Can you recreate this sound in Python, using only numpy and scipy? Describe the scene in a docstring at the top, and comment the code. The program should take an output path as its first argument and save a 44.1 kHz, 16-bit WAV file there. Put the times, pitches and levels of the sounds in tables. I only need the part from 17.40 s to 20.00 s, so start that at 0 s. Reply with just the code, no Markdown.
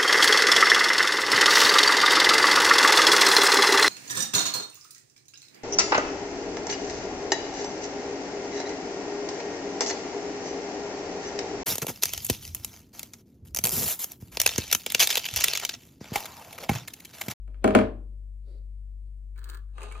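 """A telephone handset knocks down on a wooden desk, one end then the other, each with a small rattle:
its hard shell cracks and the desk thuds and rings. The hand slides softly off it.
A finger winds the rotary dial, gears rasping and ratchet ticking, and lets go; the dial runs back,
governor whirring, contacts clicking. A small room answers, over a low steady hum."""
import sys
import numpy as np
from scipy import signal
from scipy.fft import rfft, irfft
from scipy.io import wavfile
from scipy.ndimage import uniform_filter1d

SR = 44100
rng = np.random.default_rng(int(sys.argv[2]) if len(sys.argv) > 2 else 0)


def transcribe(u):
    """Save the signal u as a 16-bit wav file named by the first command-line argument.

    u: samples, shape (n,) or (channels, n), limited to [-1, 1]; the rate is SR.
    q: integer samples, one column per channel.
    """
    v = np.clip(np.atleast_2d(u).T, -1, 1)
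    q = np.round(v * 32767).astype(np.int16)
    wavfile.write(sys.argv[1], SR, q)


N = 114660
HANDSET_LAG_MS, DIAL_LAG_MS = 0.1, -0.113  # handset: left channel behind right; dial: right channel behind left

# handset on desk (time [s], thud [dB], crack [dB], tick [dB])
KNOCKS = [(0.078, -53.5, -64, -74), (0.144, -63.5, -60, -81), (0.2423, -10.5, -33, -36.5),
          (0.245, -26, -25.5, -57), (0.277, -17.5, -29, -43), (0.307, -32.5, -34, -58),
          (0.3502, -6.5, -17, -31.5), (0.353, -22, -30.5, -54.5), (0.3587, -16, -32.5, -53),
          (0.3885, -20, -26, -46), (0.413, -51, -37, -68)]
# shell crack spectrum (frequency [Hz], level [dB])
CRACK_SPECTRUM = [(200, -15.5), (700, -6.5), (1100, -2.5), (1700, 0.5), (1930, -7), (2300, -5),
                  (3000, -8.5), (3800, -18), (4500, -18), (5600, -24.5), (9000, -30.5), (16000, -58.5)]
# shell modes (frequency [Hz], level [dB], t60 [s])
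SHELL_MODES = [(1030.6, 3, .09), (1233, 2, 0.16), (1482, -6, 0.19), (1603, 5, .08), (1781, -1, 0.11),
               (2083, -6, 0.22), (2255, 11.5, 0.016), (2345, -5.5, .15), (2778, 4, 0.018), (3314, -10, .11),
               (4394, -5.5, 0.034)]
def handset_knocks():
    """Each knock cracks in the shell; the desk gives way just after."""
    thud_delay_s = 0.0017
    desk_hits = blows([(s + thud_delay_s, db) for s, db, _, _ in KNOCKS], 1)
    shell_hits = blows(KNOCKS, 2)
    thuds = through(desk_hits, desk_response())
    crack = body(CRACK_SPECTRUM, ring_s=0.0022, room_db=-1, coherence=0.53, lag_ms=HANDSET_LAG_MS)
    cracks = amp(-3) * through(shell_hits, crack)
    shell = amp(-3.5) * through(shell_hits, ringing(SHELL_MODES, spread_cycles=0.22))
    ticks = bright_ticks(blows(KNOCKS, 3), ring_s=0.0017, room_db=-7.5, coherence=0.35,
                         lag_ms=HANDSET_LAG_MS)
    return thuds + pan(-0.43) * (cracks + shell) + ticks


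# desk and handset modes (frequency [Hz], level [dB], t60 before cap [s], left-right [dB])
DESK_MODES = [(107.3, -18.5, 0.3, 6), (205.45, -4.5, 0.23, 1), (239.8, -11.5, 0.26, 7),
              (259.7, -7.5, 0.29, 3.5), (285, -21, 0.47, 1.5), (312, -17, 0.44, 3.5), (401.9, -8, 0.26, 5),
              (439.4, -9, 0.3, 3.5), (576, -17, 0.38, 5.5), (629, -4, .28, 2), (773.6, -11, 0.22, 0),
              (993, -15, 0.19, 0.5), (995, -16.5, 0.2, -2.5), (1144, -17, 0.21, 2)]
# dull thud spectrum (frequency [Hz], level [dB])
THUD_SPECTRUM = [(40, -32.5), (80, -2), (150, -12), (215, 3.5), (450, 1.5), (640, -5), (860, -11),
                 (1300, -16), (3000, -50.5), (16000, -94.5)]
def desk_response():
    """The struck desk thuds and rings in its modes; a metal part rings on faintly."""
    rise_s, left_lag_s, max_t60_s = 0.0019, 0.00035, 0.42
    t = np.maximum(np.arange(N) / SR - np.array([[left_lag_s], [0]]), 0)
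    modes = [(hz, db, min(t60, max_t60_s), side_db) for hz, db, t60, side_db in DESK_MODES]
    modes.append((578, -55.5, 1.7, 3))  # metal part
    ring = sum((-1) ** k * pan(side_db) * amp(db - 60 * t / t60) * np.sin(2 * np.pi * hz * t)
               for k, (hz, db, t60, side_db) in enumerate(modes))
    ring *= 1 - np.exp(-t / rise_s)
    thud = body(THUD_SPECTRUM, ring_s=0.0063, room_db=-1.5, coherence=0.2415, lag_ms=0.16)
    return amp(2) * ring / np.linalg.norm(ring[0]) + amp(-3.5) * pan(2.1) * thud


# bright tick spectrum (frequency [Hz], level [dB])
TICK_SPECTRUM = [(500, -25.5), (2500, 0), (4500, -2.5), (5600, -8), (6700, 0.5), (8700, 1.5), (10500, -3),
                 (11800, -25), (14000, -5.5), (16000, -19.5)]
def bright_ticks(hits, **settings):
    """The treble edge of each impact, on handset or dial."""
    return through(hits, body(TICK_SPECTRUM, **settings))


# slide envelope (time [s], level [dB])
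SLIDE_ENVELOPE = [(0.06, -74.5), (0.09, -71), (0.2, -72), (0.222, -58.5), (0.24, -38.5), (0.26, -49),
                  (0.325, -47), (0.347, -25.5), (0.36, -48.5), (0.6, -75.5), (0.66, -94)]
# slide spectrum (frequency [Hz], level [dB])
SLIDE_SPECTRUM = [(100, -13.5), (220, 0.5), (500, 0), (900, -17.5), (2500, -16), (4700, -27.5), (6000, -42),
                  (16000, -57.5)]
def handset_slide():
    """The handset catches and rubs on the wood as it settles."""
    friction = envelope(SLIDE_ENVELOPE) * rasp(rate_hz=298.3, jitter=0.4, rough=1, rub=0.79)
    return through(friction, body(SLIDE_SPECTRUM, ring_s=0.0023, room_db=0.5, coherence=0.783))


# ratchet ticks (time [s], level [dB])
RATCHET_TICKS = [(1.978, -59.5), (1.9905, -56), (2.0415, -47), (2.046, -70), (2.086, -62), (2.091, -49),
                 (2.0988, -43), (2.1285, -67), (2.1375, -57), (2.1455, -50.5), (2.15, -61), (2.1715, -56.5),
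                 (2.182, -81)]
# ratchet spectrum (frequency [Hz], level [dB])
RATCHET_SPECTRUM = [(300, -7.5), (2000, -7), (4500, 3), (5500, -8.5), (6500, -1), (8700, 2.5), (10200, -7),
                    (11700, -36), (14300, 5.5), (16000, -7.5)]
# gear envelope (time [s], level [dB])
GEAR_ENVELOPE = [(1.955, -70), (1.967, -60), (2.04, -56.5), (2.07, -56), (2.1, -52.5), (2.145, -49),
                 (2.18, -59.5), (2.21, -77.5), (2.27, -104), (2.295, -74), (2.33, -82)]
# gear spectrum (frequency [Hz], level [dB])
GEAR_SPECTRUM = [(200, -22), (400, -4), (750, -22.5), (1180, -1.5), (1650, -8.5), (2200, -21),
                 (4400, -20.5), (5500, -50.5), (8600, -25), (11700, -47), (15000, -27)]
# finger wheel modes (frequency [Hz], level [dB], t60 [s])
WHEEL_MODES = [(430, -12.5, 0.059), (1220, -7, 0.072), (1154, -2.5, 0.071), (1300, -5.5, 0.054),
               (1407.4, -4, 0.042), (1529, -2.5, 0.03), (1650, 0, 0.074), (1715, 0, 0.061)]
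def dial_winding():
    """The finger drives the gears; their teeth ring the wheel while the ratchet ticks."""
    teeth = envelope(GEAR_ENVELOPE) * rasp(rate_hz=161.2, jitter=0.22, rough=0.45, rub=0.3)
    ratchet = body(RATCHET_SPECTRUM, ring_s=0.0039, room_db=-11, coherence=0.79, lag_ms=DIAL_LAG_MS)
    gears = body(GEAR_SPECTRUM, ring_s=0.0026, room_db=-9.5, coherence=0.13, lag_ms=DIAL_LAG_MS)
    ticks = through(blows(RATCHET_TICKS, 1), ratchet)
    wheel = amp(-3) * through(teeth, ringing(WHEEL_MODES, spread_cycles=0.46))
    return ticks + amp(-0.5) * through(teeth, gears) + wheel


# governor envelope (time [s], level [dB])
GOVERNOR_ENVELOPE = [(2.33, -75), (2.36, -56), (2.378, -51), (2.386, -50.5), (2.435, -45.5), (2.465, -46.5),
                     (2.52, -50), (2.6, -49.5)]
# governor spectrum (frequency [Hz], level [dB])
GOVERNOR_SPECTRUM = [(230, -17.5), (420, 8), (700, 1.5), (1200, 2.5), (1450, 0), (2000, -19), (2550, -17.5),
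                     (3200, -5.5), (4300, -8), (5500, -23), (6500, -13.5), (8700, -13.5), (12000, -36),
                     (15000, -49)]
# catch and pulse contacts (time [s], clack [dB], case knock [dB], ping [Hz], ping [dB], tick [dB])
CLACKS = [(1.96, -71.5, -86, 2290, -62.5, -72), (2.382, -44, -44.5, 1178, -44, -60),
          (2.407, -49, -47, 1162, -48, -57), (2.4183, -48, -40.5, 2500, -49.5, -54),
          (2.4314, -49, -41, 1200, -51, -46.5), (2.4362, -45.5, -47, 2530, -55, -56),
          (2.5145, -47.5, -76, 2248, -48, -59), (2.523, -49, -60, 2293, -49, -50.5),
          (2.551, -54, -56, 2470, -48.5, -65), (2.555, -57, -53, 1212, -43, -69),
          (2.569, -57, -57, 862, -53, -72), (2.578, -50.5, -55, 1250, -57, -65)]
# clack spectrum (frequency [Hz], level [dB])
CLACK_SPECTRUM = [(250, -5.5), (420, 7), (700, -18), (1200, 7), (1900, 0), (2400, -1), (3200, -5.5),
                  (4300, -42), (5600, -26), (16000, -48)]
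# dial mechanism modes (frequency [Hz], level [dB], t60 [s])
DIAL_MODES = [(418, -6, .15), (426, 10, 0.1), (877.3, 0.5, 0.3), (1033, 1.5, 0.23), (1149, -14, 0.15),
              (1224, 6.5, .12), (2270, -2, 0.049), (2536, 0.5, 0.07), (2694, 3.5, 0.046), (4450, -9, 0.051)]
# hollow case modes (frequency [Hz], level [dB], t60 [s])
CASE_MODES = [(389, -15, 0.18), (411.4, 6, 0.12), (430, -2, 0.17), (510, -6, 0.17), (654, -5.5, 0.22)]
def dial_return():
    """The governor whirs in the dial's modes; catch and contacts clack, ping and knock in the case."""
    ping_t60_s = 0.062
    mechanism = ringing(DIAL_MODES, spread_cycles=0.38)
    teeth = envelope(GOVERNOR_ENVELOPE) * rasp(rate_hz=243.7, jitter=0.12, rough=0.28, rub=0.53)
    hits = blows(CLACKS, 1)
    governor = body(GOVERNOR_SPECTRUM, ring_s=0.0026, room_db=-5, coherence=0.53, lag_ms=DIAL_LAG_MS)
    contact = body(CLACK_SPECTRUM, ring_s=0.0015, room_db=0, coherence=0.34, lag_ms=DIAL_LAG_MS)
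    whirr = amp(-6) * through(teeth, governor)
    clacks = amp(-1.5) * through(hits, contact)
    ticks = bright_ticks(blows(CLACKS, 5), ring_s=0.0029, room_db=-7, coherence=0.53, lag_ms=DIAL_LAG_MS)
    knocks = pan(4) * through(blows(CLACKS, 2), ringing(CASE_MODES, spread_cycles=0.12))
    pings = sum(through(blows([(s, db)], 1), ringing([(hz, 0, ping_t60_s)], spread_cycles=0.44))
                for s, _, _, hz, db, _ in CLACKS)
    ring = through(amp(-4.5) * teeth + hits, mechanism)
    return whirr + clacks + ticks + knocks + pings + ring


# hand friction envelope (time [s], level [dB])
HAND_ENVELOPE = [(1.02, -84), (1.08, -60), (1.18, -63.5), (1.23, -82), (1.62, -97), (1.67, -73.5),
                 (1.72, -98)]
# hand friction spectrum (frequency [Hz], level [dB])
HAND_SPECTRUM = [(100, -21.5), (220, 0.5), (400, 0), (520, 3), (620, -12.5), (740, -8), (950, -19.5),
                 (2500, -21), (3600, -21.5), (4600, -12), (5700, -32.5), (9000, -26), (16000, -46)]
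def hand_slide():
    """The hand rubs softly off the handset and reaches for the dial."""
    friction = envelope(HAND_ENVELOPE) * rng.standard_normal(N)
    return through(friction, body(HAND_SPECTRUM, ring_s=0.004, room_db=-7, coherence=0.12))


# hum partials (frequency [Hz], level [dB], left-right [dB])
HUM_PARTIALS = [(48.45, -39, 5.5), (98.5, -61.5, 7), (142.7, -75, 2.5), (206, -77.5, 7), (591.7, -93, 4.5)]
# hum swell (time [s], gain [dB])
HUM_SWELL = [(0, 0.92), (0.6, 0.14), (0.93, -0.23), (1.07, -1.73), (1.2, 0.29), (1.6, -0.033), (1.82, -1.3),
             (1.95, 0.55), (2.2, 0.14), (2.4, -1.2), (2.6, 0.32)]
def hum():
    """Low tones that waver slightly together."""
    t = np.arange(N) / SR
    swell = amp(np.interp(t, *np.transpose(HUM_SWELL)))
    return swell * sum(pan(side_db) * amp(db) * np.sqrt(2) * np.sin(2 * np.pi * (hz * t + rng.random()))
                       for hz, db, side_db in HUM_PARTIALS)


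# air spectrum (frequency [Hz], level [dB])
AIR_SPECTRUM = [(20, -7), (50, -4), (100, 4), (140, -4), (280, -7.5), (400, -21.5), (600, -25.5),
                (800, -34), (2000, -31), (5500, -39), (8500, -30), (12000, -42), (16000, -38)]
def room_air():
    """Quiet, dark noise, partly common to both channels."""
    noise = rng.standard_normal(N) + 0.81 * rng.standard_normal((2, N))
    return amp(-67.5) * pan(2) * unit_rms(through(noise, colour(AIR_SPECTRUM)))


# room decay (frequency [Hz], t60 [s])
ROOM_DECAY = [(80, 0.7), (200, 0.42), (330, 0.3), (620, .39), (1000, 0.37), (2000, 0.28), (4000, .27),
              (8000, 0.21), (15000, 0.2)]
def room_tail(coherence):
    """Dense reflections of a small room; the bass lasts longest."""
    rise_s = 0.0029
    hz, age_s, reflections = signal.stft(taps(coherence), SR, nperseg=256)
    decay = amp(-60 * age_s / at_hz(ROOM_DECAY, hz)[:, None])
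    tail = signal.istft(reflections * decay, SR, nperseg=256)[1][:, :N]
    return tail * np.minimum(np.arange(N) / SR / rise_s, 1)


def body(spectrum, ring_s, room_db, coherence, lag_ms=0):
    """Response of a struck part: a snap, a short dense ring and the room's tail."""
    t = np.arange(N) / SR
    near = unit_energy(taps(coherence) * np.exp(-t / ring_s))
    near[:, 0] += 0.4  # snap
    late_side = int(lag_ms < 0)
    near[late_side] = np.interp(t - abs(lag_ms) / 1000, t, near[late_side], left=0)
    tail = room_tail(coherence * 0.19)
    tone = colour(spectrum)
    return unit_energy(through(near, tone)) + amp(room_db) * unit_energy(through(tail, tone))


def ringing(modes, spread_cycles):
    """Decaying modes, each with a random phase offset between channels."""
    t = np.arange(SR // 2) / SR
    ring = 0
    for hz, db, t60 in modes:
        cycles = hz * t + rng.random() + spread_cycles * rng.random((2, 1))
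        ring += amp(db - 60 * t / t60) * np.sin(2 * np.pi * cycles)
    return unit_energy(ring)


def rasp(rate_hz, jitter, rough, rub):
    """Uneven small impacts with sliding friction between them."""
    drift = unit_rms(uniform_filter1d(rng.standard_normal(N), 300))
    cycles = np.cumsum(rate_hz * (1 + jitter * drift)) / SR
    onsets = np.diff(np.floor(cycles), prepend=0) > 0
    impacts = onsets * np.exp(rough * rng.standard_normal(N))
    return unit_rms(unit_rms(impacts) + rub * rng.standard_normal(N))


def taps(coherence):
    """Two sparse trains of random-sign taps; alike in the bass, partly alike above."""
    step, mono_hz = 8, 378
    slots = np.arange(0, N - step, step)
    shape = (2, len(slots))
    trains = np.zeros((2, N))
    np.put_along_axis(trains, slots + rng.integers(0, step, shape), rng.choice([-1., 1.], shape), 1)
    alike = coherence + (1 - coherence) / (1 + (np.fft.rfftfreq(N, 1 / SR) / mono_hz) ** 4)
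    mid, side = rfft(trains) * np.sqrt(abs(np.array([1 + alike, 1 - alike])) / 2)
    return irfft(np.array([mid + side, mid - side]), N)


def blows(table, column):
    """One impulse per row; the column gives its rms over 5 ms in dB."""
    hits = np.zeros(N)
    for row in table:
        hits[round(row[0] * SR)] += amp(row[column]) * np.sqrt(0.005 * SR)
    return hits


def colour(spectrum, size=4096):
    """Minimum-phase impulse response with the given spectrum."""
    log_gain = np.log(amp(at_hz(spectrum, abs(np.fft.fftfreq(size, 1 / SR)))))
    transfer = np.exp(np.conj(signal.hilbert(log_gain)))
    return unit_energy(np.fft.ifft(transfer).real[None, :size // 2])


def envelope(points):
    """Gain over time from a dB curve; silent outside it."""
    t, db = np.transpose(points)
    return amp(np.interp(np.arange(N) / SR, t, db, left=-140, right=-140))


def at_hz(points, hz):
    """Table lookup on a log-frequency axis."""
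    table_hz, value = np.transpose(points)
    return np.interp(np.log(hz + 1), np.log(table_hz + 1), value)


def through(x, response):
    return signal.fftconvolve(np.atleast_2d(x), response, axes=1)[:, :N]


def amp(db):
    return 10 ** (np.asarray(db) / 20)


def pan(side_db):
    return amp([[side_db / 2], [-side_db / 2]])


def unit_rms(x):
    return x / np.sqrt(np.mean(x ** 2) + 1e-20)


def unit_energy(x):
    return x / np.sqrt(np.sum(x ** 2, -1, keepdims=True) + 1e-20)


def scene():
    """Handset, hand, dial and room."""
    handset = handset_knocks() + handset_slide()
    return handset + hand_slide() + dial_winding() + dial_return() + hum() + room_air()


def record(dry):
    """Low-pass at 16.1 kHz."""
    lowpass = signal.firwin(511, 16100, window=("kaiser", 9), fs=SR)
    return signal.oaconvolve(dry, lowpass[None], "same")


dry = scene()
out = record(dry)
transcribe(out)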